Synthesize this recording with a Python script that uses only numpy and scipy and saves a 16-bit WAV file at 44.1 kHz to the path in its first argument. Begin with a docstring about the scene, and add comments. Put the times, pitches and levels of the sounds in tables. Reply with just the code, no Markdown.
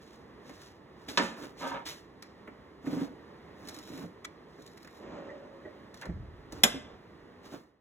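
"""Clothing rustles close by over a quiet workshop rumble, and small steel parts tick under a vehicle.
A clutch push rod is driven out against its return spring: the linkage takes up with a clunk, scrapes,
judders, groans and squeaks once. Let back, the rod rubs and sings, and the lever snaps onto its stop.
Impacts excite damped modes and bursts of noise; sliding friction is a stream of tiny random slips.
Two microphone ports hear the scene with slightly different phase and level."""
import sys
import numpy as np
from scipy import signal
from scipy.fft import rfft, irfft, next_fast_len
from scipy.io import wavfile
from scipy.ndimage import map_coordinates

SR = 44100
rng = np.random.default_rng(int(sys.argv[2]) if len(sys.argv) > 2 else 0)


def inscribe(sig):
    """Save sig as 16-bit PCM at rate SR to the path in sys.argv[1].

    A 1-D sig is mono; a 2-D sig holds one channel per row.
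    Samples are clipped to [-1, 1] before scaling.
    """
    pcm = np.round(np.clip(np.atleast_2d(sig).T, -1, 1) * 32767)
    wavfile.write(sys.argv[1], SR, pcm.astype(np.int16))


N = 344156
TIME = np.arange(N) / SR
AGE = np.arange(SR * 3 // 4) / SR  # seconds since the onset of one short sound

# modes of the linkage's bracket: pitch_hz, level_db, t60_s
BRACKET_MODES = [(183, -9, 0.3), (274, -3.5, 0.25), (421, -5, 0.2), (549, -1, 0.27), (622, -10, 0.18),
                 (739, -7.5, 0.22), (944, 0.5, 0.21), (1036, -1.5, 0.14), (1200, -0.5, 0.12),
                 (1265, -2, 0.15), (1543, -6, 0.15), (1778, -2, 0.11), (2080, 1.5, 0.09), (2800, -4, 0.07),
                 (3040, -10, 0.08)]
# bright modes of the return spring: pitch_hz, level_db, t60_s
SPRING_MODES = [(3600, -1.5, 0.016), (4080, 6, 0.018), (4800, -6.5, .015), (5400, 0.5, 0.02),
                (6790, -0.5, .018), (8800, -2, 0.0065), (9450, -4.5, .008), (9900, -1, 0.0084),
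                (11800, -5, 0.0079), (14650, -5, .007)]
# spectrum of fine friction, in cloth fibres and spring coils: frequency_hz, level_db
HISS_SPECTRUM = [(900, 0), (2500, -0.5), (4000, 2.5), (6000, -1), (9000, -11), (12000, -13), (15500, -18)]


def amp(db):
    """Decibels as an amplitude ratio."""
    return 10 ** (np.asarray(db) / 20)


def unit(x):
    """Normalisation to rms 1."""
    return x / np.sqrt(np.mean(x ** 2) + 1e-20)


def along(points, hz):
    """Interpolation of (frequency_hz, value) points on a logarithmic frequency axis."""
    frequencies, values = np.transpose(points)
    return np.interp(np.log(hz + 1), np.log(frequencies + 1), values)


def filtered(x, response):
    """Linear filtering: the spectrum of x times a frequency response."""
    n = x.shape[-1]
    padded = next_fast_len(n + SR // 4)
    return irfft(rfft(x, padded) * response(np.fft.rfftfreq(padded, 1 / SR)), padded)[..., :n]


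def coloured(x, spectrum):
    """Spectral shaping by (frequency_hz, level_db) points, at rms 1."""
    return unit(filtered(x, lambda hz: amp(along(spectrum, hz))))


def noise(spectrum, size=len(AGE)):
    """Gaussian noise with a given spectrum, at rms 1."""
    return coloured(rng.standard_normal(size), spectrum)


def fade(t60_s):
    """Exponential decay, by 60 dB in t60_s."""
    return np.exp(-np.log(1000) * AGE / max(t60_s, 1e-3))


def swell(rise_s):
    """Exponential build-up with time constant rise_s."""
    return 1 - np.exp(-AGE / max(rise_s, 1e-5))


def gesture(start_s, attack_s, length_s, release_s):
    """A movement's envelope: smooth attack, hold until length_s after the start, exponential release."""
    age = TIME - start_s
    rise = np.sin(np.pi / 2 * np.clip(age / max(attack_s, 1e-3), 0, 1)) ** 2
    return rise * np.exp(-np.maximum(age - length_s, 0) / max(release_s, 1e-3))


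def bell_curve(x, centre, width):
    """A Gaussian window of height 1."""
    return np.exp(-.5 * ((x - centre) / width) ** 2)


def wander(per_s):
    """Random modulation: a smooth curve through per_s random values a second."""
    return map_coordinates(rng.standard_normal(1024), [TIME * per_s], mode="mirror")


def add(track, start_s, sound):
    """Superposition of a sound on the track."""
    part = track[round(start_s * SR):][:len(sound)]
    part += sound[:len(part)]


def ring(modes):
    """Free vibration: damped modes of slightly random strength, starting at rms 1."""
    strengths = amp(np.array(modes)[:, 1] + rng.standard_normal(len(modes)))
    waves = [np.sin(2 * np.pi * (hz * AGE + rng.random())) * fade(t60_s) for hz, _, t60_s in modes]
    return strengths @ waves / np.sqrt(np.sum(strengths ** 2) / 2)


def resonate(x, modes):
    """Forced vibration: x convolved with the modes' impulse response, at rms 1."""
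    return unit(signal.fftconvolve(x, ring(modes))[:N])


def bands(x, count=14):
    """A filter bank of overlapping bands that sum to x: (centre_hz, signal) pairs."""
    centres = np.geomspace(40, 16000, count)
    return [(c, filtered(x, lambda hz: along(np.c_[centres, centres == c], hz))) for c in centres]


def clang(spectrum, decay, cycles):
    """Modal overlap: noise bands build up over some cycles and decay by (frequency_hz, t60_s) points."""
    return sum(x * swell(cycles / hz) * fade(along(decay, hz)) for hz, x in bands(noise(spectrum)))


def friction(per_s, spread_db, smooth):
    """Friction as shot noise: random slips of uneven size over a smooth hiss."""
    impulses = (rng.random(N) < per_s / SR) * rng.choice([-1, 1], N)
    slips = impulses * amp(spread_db * rng.standard_normal(N))
    return unit(unit(slips) + smooth * rng.standard_normal(N))


def workshop(x, wet_db, rise_s):
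    """Reverberation: the underbody, floor and walls add a diffuse tail."""
    # reverberation times: frequency_hz, t60_s
    room_decay = [(100, 0.37), (500, 0.6), (2000, 0.54), (6000, 0.42), (14000, 0.15)]
    tail = clang([(100, 2), (4000, -0.58), (15000, -1.8)], room_decay, cycles=1) * swell(rise_s)
    return x + amp(wet_db) * signal.fftconvolve(x, tail / np.linalg.norm(tail))[:N]


def rumble(fade_start_s=7.475, fade_db_per_s=62):
    """Ambient noise: the workshop's low background wanders slightly in level; from about 7.5 s the background
    fades out."""
    # background spectrum: frequency_hz, level_db
    spectrum = [(25, -28.5), (58, -4), (110, -5.5), (170, -2.5), (300, -2), (430, -2), (700, -11),
                (1050, -9.5), (1550, -18), (1850, -13.5), (2400, -24), (4200, -28), (7000, -41),
                (15500, -48.5)]
    level_db = -53.5 - 0.9 * wander(per_s=3.8) - fade_db_per_s * np.maximum(TIME - fade_start_s, 0)
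    return amp(level_db) * noise(spectrum, size=N)


def rustle():
    """Friction noise of cloth: in each stroke the folds sound low while the fibres catch and hiss."""
    # strokes of cloth: start_s, length_s, hiss_db, body_over_hiss_db
    strokes = [(-.05, 0.21, -66.5, -5), (0.388, 0.3, -61.5, -13), (0.943, 0.16, -70, -1),
               (1.079, 0.025, -44, 1), (1.351, 0.096, -56.5, 10), (1.555, 0.13, -50.5, -6),
               (1.849, 0.038, -42, -11), (2.8, 0.22, -57.5, 9.5), (3.523, 0.28, -66, 12),
               (3.813, 0.21, -62.5, 11.5), (4.44, 0.2, -72.5, 1), (5.93, 0.085, -65, -6),
               (6.494, 0.095, -64, 11.5), (7.408, 0.12, -62.5, 7), (7.51, 0.04, -60.5, 12.5)]
    # spectrum of the folds: frequency_hz, level_db
    fold_spectrum = [(70, -15.5), (160, -3.5), (285, 6.5), (450, -1), (800, -7), (1300, -8), (2200, -17.5),
                     (4000, -32)]
    body, hiss = np.zeros(N), np.zeros(N)
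    for start_s, length_s, hiss_db, body_over_hiss_db in strokes:
        stroke = amp(hiss_db) * gesture(start_s, 0.48 * length_s, length_s, release_s=0.045)
        hiss = np.hypot(hiss, stroke)  # incoherent sources add in power
        body = np.hypot(body, stroke * amp(body_over_hiss_db))
    uneven_drag = amp(1.5 * wander(per_s=39))
    folds = coloured(friction(per_s=1400, spread_db=1.5, smooth=0.93), fold_spectrum)
    fibres = coloured(friction(per_s=1100, spread_db=3.5, smooth=0.8), HISS_SPECTRUM)
    return uneven_drag * (amp(1) * body * folds + amp(2.5) * hiss * fibres)


def ticks():
    """Impulse excitation: shifting pins and coils click and ring the spring, over a longer knock."""
    # small steel contacts: start_s, click_db, knock_db
    contacts = [(0.4932, -41.5, -39), (0.6164, -41.5, -44), (1.083, -42, -33), (1.8698, -28, -34),
                (2.2236, -31.5, -39), (2.474, -60, -36.5), (2.8623, -50, -34), (3.673, -35, -50),
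                (3.6854, -26.5, -40), (3.692, -30, -49), (3.7436, -33.5, -46), (3.787, -32.5, -59),
                (3.975, -38, -40), (4.6214, -44, -61), (4.6631, -38.5, -54), (4.675, -42, -52),
                (4.774, -41, -46), (4.8289, -42, -55), (4.846, -42, -41), (4.873, -43, -40.5),
                (5.9417, -36.5, -45), (5.9725, -43, -51), (6.0125, -33.5, -43), (6.0233, -42, -32),
                (6.0543, -38, -34), (6.5224, -30.5, -45)]
    click_spectrum = [(1200, -22.5), (2500, -4.5), (4500, 5.5), (8000, -2.5), (12000, -8), (15500, -12)]
    out = np.zeros(N)
    for start_s, click_db, knock_db in contacts:
        click = amp(-10) * noise(click_spectrum) * fade(0.036) + amp(-11) * ring(SPRING_MODES)
        knock = amp(-8.5) * noise([(150, -12.5), (400, 3), (2200, 8.5), (4500, -25.5)]) * fade(0.079)
        add(out, start_s, (amp(click_db) * click + amp(knock_db) * knock) * swell(0.00084))
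    return workshop(out, wet_db=-13, rise_s=0.01)


def knocks():
    """Stick-slip: the loaded linkage jumps; hard jumps mostly thump the chassis, light ones clatter."""
    # jumps of the linkage: start_s, level_db, pitch_hz
    jumps = [(2.474, -39, 398), (.494, -45, 290), (2.841, -35, 274), (2.870, -15.5, 274), (2.897, -23, 277),
             (2.928, -16.5, 277.4), (2.964, -19, 265), (3.013, -15.5, 274), (3.070, -36, 255),
             (3.674, -40, 290), (4.037, -26, 170), (4.582, -55, 273), (5.653, -33, 347), (6.06, -38.5, 392),
             (6.089, -19.5, 176), (6.524, -30, 311), (6.742, -25, 272), (6.760, -29.5, 265),
             (7.535, -28, 276)]
    # partials of the chassis: pitch_ratio, level_db
    partials = [(0.599, -11.5), (1, -1), (1.74, -15), (2.8, -28.5)]
    clatter_spectrum = [(90, -22), (220, 10), (600, 3.5), (1200, -10.5), (2200, -16), (5000, -47)]
    out = np.zeros(N)
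    for start_s, level_db, pitch_hz in jumps:
        thump = sum(amp(db) * np.sin(2 * np.pi * pitch_hz * ratio * AGE) for ratio, db in partials)
        add(out, start_s, amp(level_db + 2) * thump * swell(0.00722) * fade(0.066))
        clatter_db = -41 + 0.16 * (level_db + 30)  # grows far more slowly than the thump
        add(out, start_s, amp(clatter_db) * noise(clatter_spectrum) * swell(0.0024) * fade(0.12))
    return workshop(out, wet_db=-17.5, rise_s=0.018)


def coils():
    """Frictional excitation: coils grate over each other in tiny slips that ring the spring."""
    # slides of the coils: start_s, length_s, level_db
    slides = [(1.065, 0.025, -49), (1.845, 0.062, -44), (3.634, 0.15, -53.5), (3.80, 0.23, -54),
              (4.564, 0.44, -64.5)]
    sliding = sum(amp(db) * gesture(s, 0.04, length_s, release_s=0.03) for s, length_s, db in slides)
    slips = friction(per_s=450, spread_db=3.5, smooth=0.7) * amp(2.2 * wander(per_s=45))
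    return sliding * (amp(-4) * coloured(slips, HISS_SPECTRUM) + amp(-6.5) * resonate(slips, SPRING_MODES))


def take_up(clunk_s=1.1742, chatter_s=1.212):
    """Backlash impact: the slack closes with a clunk that rings the bracket; the loose joint chatters."""
    # spectrum of the clunk: frequency_hz, level_db
    clunk_spectrum = [(60, -57), (130, -20), (260, 8.5), (420, -6), (1000, -9.5), (1800, -8.5), (2400, -19),
                      (6500, -28.5), (11000, -53), (15500, -50)]
    out = np.zeros(N)
    body = clang(clunk_spectrum, decay=[(200, 0.22), (7000, 0.28)], cycles=3.9)
    crack = noise([(400, -22), (1000, 1), (3900, 2.5), (7000, -9), (10000, -22), (15000, -37)])
    bracket = ring(BRACKET_MODES) * swell(0.002)
    add(out, clunk_s, amp(-20) * (body + crack * fade(0.093)) + amp(-20.5) * bracket)
    chatter = noise([(100, -11.5), (260, 1), (1500, -11), (7000, -18), (15000, -36.5)])
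    add(out, chatter_s, amp(-33.5) * chatter * swell(0.011) * fade(0.34))
    return workshop(out, wet_db=-14.5, rise_s=0.0032)


def rod_out():
    """Sliding friction: the rod scrapes outwards in surges, and its dull slips ring the bracket."""
    # surges of the rod: start_s, level_db
    surges = [(1.592, -36.5), (1.691, -36), (2.955, -49)]
    push = sum(amp(db) * gesture(s, attack_s=0.038, length_s=0.074, release_s=0.034) for s, db in surges)
    # spectrum of the scrape: frequency_hz, level_db
    scrape_spectrum = [(80, -20), (270, 1), (650, -2.5), (1150, 1.5), (2100, -7.5), (2500, -10),
                       (3400, -13.5), (6500, -37), (15500, -69)]
    grating = coloured(friction(per_s=450, spread_db=2, smooth=0.6), scrape_spectrum)
    return push * (amp(-3) * grating + amp(-1) * resonate(grating, BRACKET_MODES))


def groan():
    """Forced resonance: the loaded linkage creeps, and its slips drive the low modes of the chassis."""
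    # spells of creep: start_s, length_s, level_db
    creeps = [(2.866, 0.17, -41), (3.865, 0.09, -48.5), (3.958, 0.091, -45)]
    # modes of the chassis: pitch_hz, level_db, t60_s
    chassis_modes = [(165, 2, 0.076), (276, 3, 0.1), (480, -4.5, 0.019)]
    slips = friction(per_s=300, spread_db=0, smooth=0.52)
    dull_slips = coloured(slips, [(70, -17), (190, -2), (600, -2), (3000, -5)])
    load = sum(amp(db) * gesture(s, 0.044, length_s, release_s=0.029) for s, length_s, db in creeps)
    return load * resonate(dull_slips, chassis_modes)


def squeak(peak_s=4.252, width_s=0.0036):
    """Friction-induced vibration: a dry pivot slips in one very short burst of tones and rasp."""
    # tones of the pivot: pitch_hz, level_db
    pivot_tones = [(1280, -4), (1620, -13), (1960, 0), (2280, -1), (3340, -2), (3980, -9), (5990, -4),
                   (7490, -15), (10600, -28)]
    slips = friction(per_s=1655, spread_db=5, smooth=0.41)
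    rasp = coloured(slips, [(300, -25), (1300, -4), (3500, -10), (7500, -10), (15000, -29)])
    tones = unit(sum(amp(db) * np.sin(2 * np.pi * (hz * TIME + rng.random())) for hz, db in pivot_tones))
    burst = bell_curve(TIME, peak_s, width_s) * (amp(-38.5) * tones + amp(-39.5) * rasp)
    return workshop(burst, wet_db=-26, rise_s=0.0022)


def rod_back():
    """Light sliding friction: the returning rod rubs, catches once and rings, then rubs as it seats."""
    # spectrum of the rub: frequency_hz, level_db
    rub_spectrum = [(90, -10), (280, 3.5), (620, -2.5), (1200, -10), (2500, -20), (7000, -36),
                    (12000, -60.5)]
    # modes of the rod: pitch_hz, level_db, t60_s
    rod_modes = [(550, -3, 0.18), (603, -3, 0.12), (1935, 5, 0.06)]
    easing = amp(-45) * gesture(4.92, attack_s=0.2, length_s=0.29, release_s=0.21)
    catch = amp(-42.5) * gesture(5.648, attack_s=0.0052, length_s=0.017, release_s=0.019)
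    seating = amp(-52.5) * gesture(6.7, attack_s=0.25, length_s=0.25, release_s=0.036)
    slips = friction(per_s=1700, spread_db=1, smooth=0.84) * amp(1.2 * wander(per_s=27))
    rubbing = coloured(slips, rub_spectrum)
    return (easing + seating) * rubbing + catch * resonate(rubbing, rod_modes)


def rod_song(waver_hz=6, flutter_db=3, chirp_hz=1900, chirp_s=5.304, chirp_width_s=0.011):
    """Friction-sustained vibration: the rubbed rod's tones waver; a chirp flares near the highest."""
    # tones of the rod: pitch_hz, level_db
    rod_tones = [(552, 0), (597, -3.5), (1880, -14.5)]
    song = np.zeros(N)
    for pitch_hz, level_db in rod_tones:
        cycles = np.cumsum(pitch_hz + waver_hz * wander(per_s=40)) / SR
        song += amp(level_db + flutter_db * wander(per_s=20)) * np.sin(2 * np.pi * cycles)
    bowing = amp(-50) * gesture(4.933, attack_s=0.18, length_s=0.39, release_s=0.28)
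    flare = amp(-50.5) * bell_curve(TIME, chirp_s, chirp_width_s)
    rasp = unit(wander(per_s=260) * np.sin(2 * np.pi * chirp_hz * TIME))
    return bowing * unit(song) + flare * rasp


def sinking_swish(hiss_hz=2540, shudder_hz=64.6, width_octaves=0.98, sink_s=6.06, sink_width_s=0.0308):
    """Swept noise: a swish sinks from a hiss to a low shudder; a separate low rumble swells afterwards."""
    sunk = (1 + np.tanh((TIME - sink_s) / sink_width_s)) / 2
    centre_octave = np.log2(hiss_hz) + sunk * np.log2(shudder_hz / hiss_hz)
    parts = bands(friction(per_s=1500, spread_db=6, smooth=0.49))
    weights = np.array([bell_curve(np.log2(hz), centre_octave, width_octaves) for hz, _ in parts])
    band_noise = sum(w * unit(x) for w, (_, x) in zip(weights, parts)) / np.linalg.norm(weights, axis=0)
    swish = amp(-49 + 10 * sunk) * gesture(6.01, attack_s=0.013, length_s=0.1, release_s=0.16)
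    low_rumble = amp(-51) * gesture(6.46, attack_s=0.09, length_s=0.11, release_s=0.3)
    return np.hypot(swish, low_rumble) * band_noise


def snap_home(blow_s=6.635, rebound_s=6.6378):
    """Impact and rebound: the spring throws the steel lever onto its stop, and the lever rings."""
    # spectrum of the blow: frequency_hz, level_db
    blow_spectrum = [(60, -24.5), (120, -17.5), (200, 2), (450, -5.5), (720, -5.5), (1000, -8), (1500, -3),
                     (2500, -2.5), (3450, 2.5), (4500, -7), (5600, -3), (8500, -7), (11500, -7),
                     (16000, -18.5)]
    # modes of the lever: pitch_hz, level_db, t60_s
    lever_modes = [(215.5, -14.5, 0.074), (285, -14.5, 0.12), (572, -6, 0.1), (762, -6, 0.091),
                   (1526, -9, .08), (2140, -11, 0.14), (2433, -2, 0.054), (3040, -1.5, .045),
                   (3390, 5.5, .032), (3595, -9.5, 0.17), (5670, 10, 0.024), (6850, -3.5, 0.12),
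                   (7250, 1, 0.036), (7300, -7, .11), (9570, 2, .03), (11480, -6.5, .08),
                   (13400, -2.5, .02), (14900, -6, .025)]
    decay = [(200, 0.12), (700, 0.15), (3000, 0.041), (12000, 0.047)]
    blows, lever = np.zeros(N), np.zeros(N)
    for start_s, level_db in [(blow_s, -11), (rebound_s, -14)]:
        add(blows, start_s, amp(level_db) * clang(blow_spectrum, decay, cycles=0.74))
        add(lever, start_s, amp(level_db + 0.5) * ring(lever_modes) * swell(0.00038))
    # the broad blow fills the workshop; the small lever's ring is heard only directly
    return workshop(blows, wet_db=-14, rise_s=0.0022) + lever


def ports(x):
    """Partial coherence: nearby metal reflects differently into two ports, offset in phase and level."""
    # likeness of the two ports: frequency_hz, correlation
    likeness = [(100, .98), (400, .9), (750, .3), (1300, .4), (2800, .87), (5000, .98)]
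    # phase by which the left port leads: frequency_hz, lead_rad
    phase_lead = [(0, 0), (450, -.45), (950, .6), (1400, -.2), (2500, 1.5), (3600, 1.5), (4700, 3.14),
                  (13300, 15.7), (16000, 19.4)]
    # level of the left port over the right: frequency_hz, difference_db
    balance = [(350, -1.7), (700, -3), (2500, -1.3), (5000, .2)]
    scatter = rng.standard_normal(len(AGE)) * fade(0.12) * swell(0.002)
    diffuse = signal.fftconvolve(x, scatter / np.linalg.norm(scatter))[:N]
    mix_angle = lambda hz: np.arccos(np.clip(along(likeness, hz), 0, 1)) / 2
    common = filtered(x, lambda hz: np.cos(mix_angle(hz)))
    difference = filtered(diffuse, lambda hz: np.sin(mix_angle(hz)))
    sides = np.array([[1], [-1]])  # left, right
    gain = lambda hz: amp(sides * along(balance, hz) / 2)
    phase = lambda hz: sides * np.interp(hz, *np.transpose(phase_lead)) / 2
    return filtered(common + sides * difference, lambda hz: gain(hz) * np.exp(1j * phase(hz)))


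def scene():
    """Superposition of impacts, sliding, cloth and rumble at the two microphone ports."""
    impacts = take_up() + snap_home() + ticks() + knocks()
    sliding = rod_out() + groan() + rod_back() + rod_song() + coils() + squeak()
    return ports(impacts + sliding + sinking_swish() + rustle() + rumble())


def record(dry, low_cut_hz=36, high_cut_hz=15900):
    """Band limiting: a high-pass thins the deepest bass and a steep low-pass removes the top treble."""
    thinned = filtered(dry, lambda hz: hz ** 5 / np.hypot(hz ** 5, low_cut_hz ** 5))
    return filtered(thinned, lambda hz: 1 / np.hypot(1, (hz / high_cut_hz) ** 70))


dry = scene()
out = record(dry)
inscribe(out)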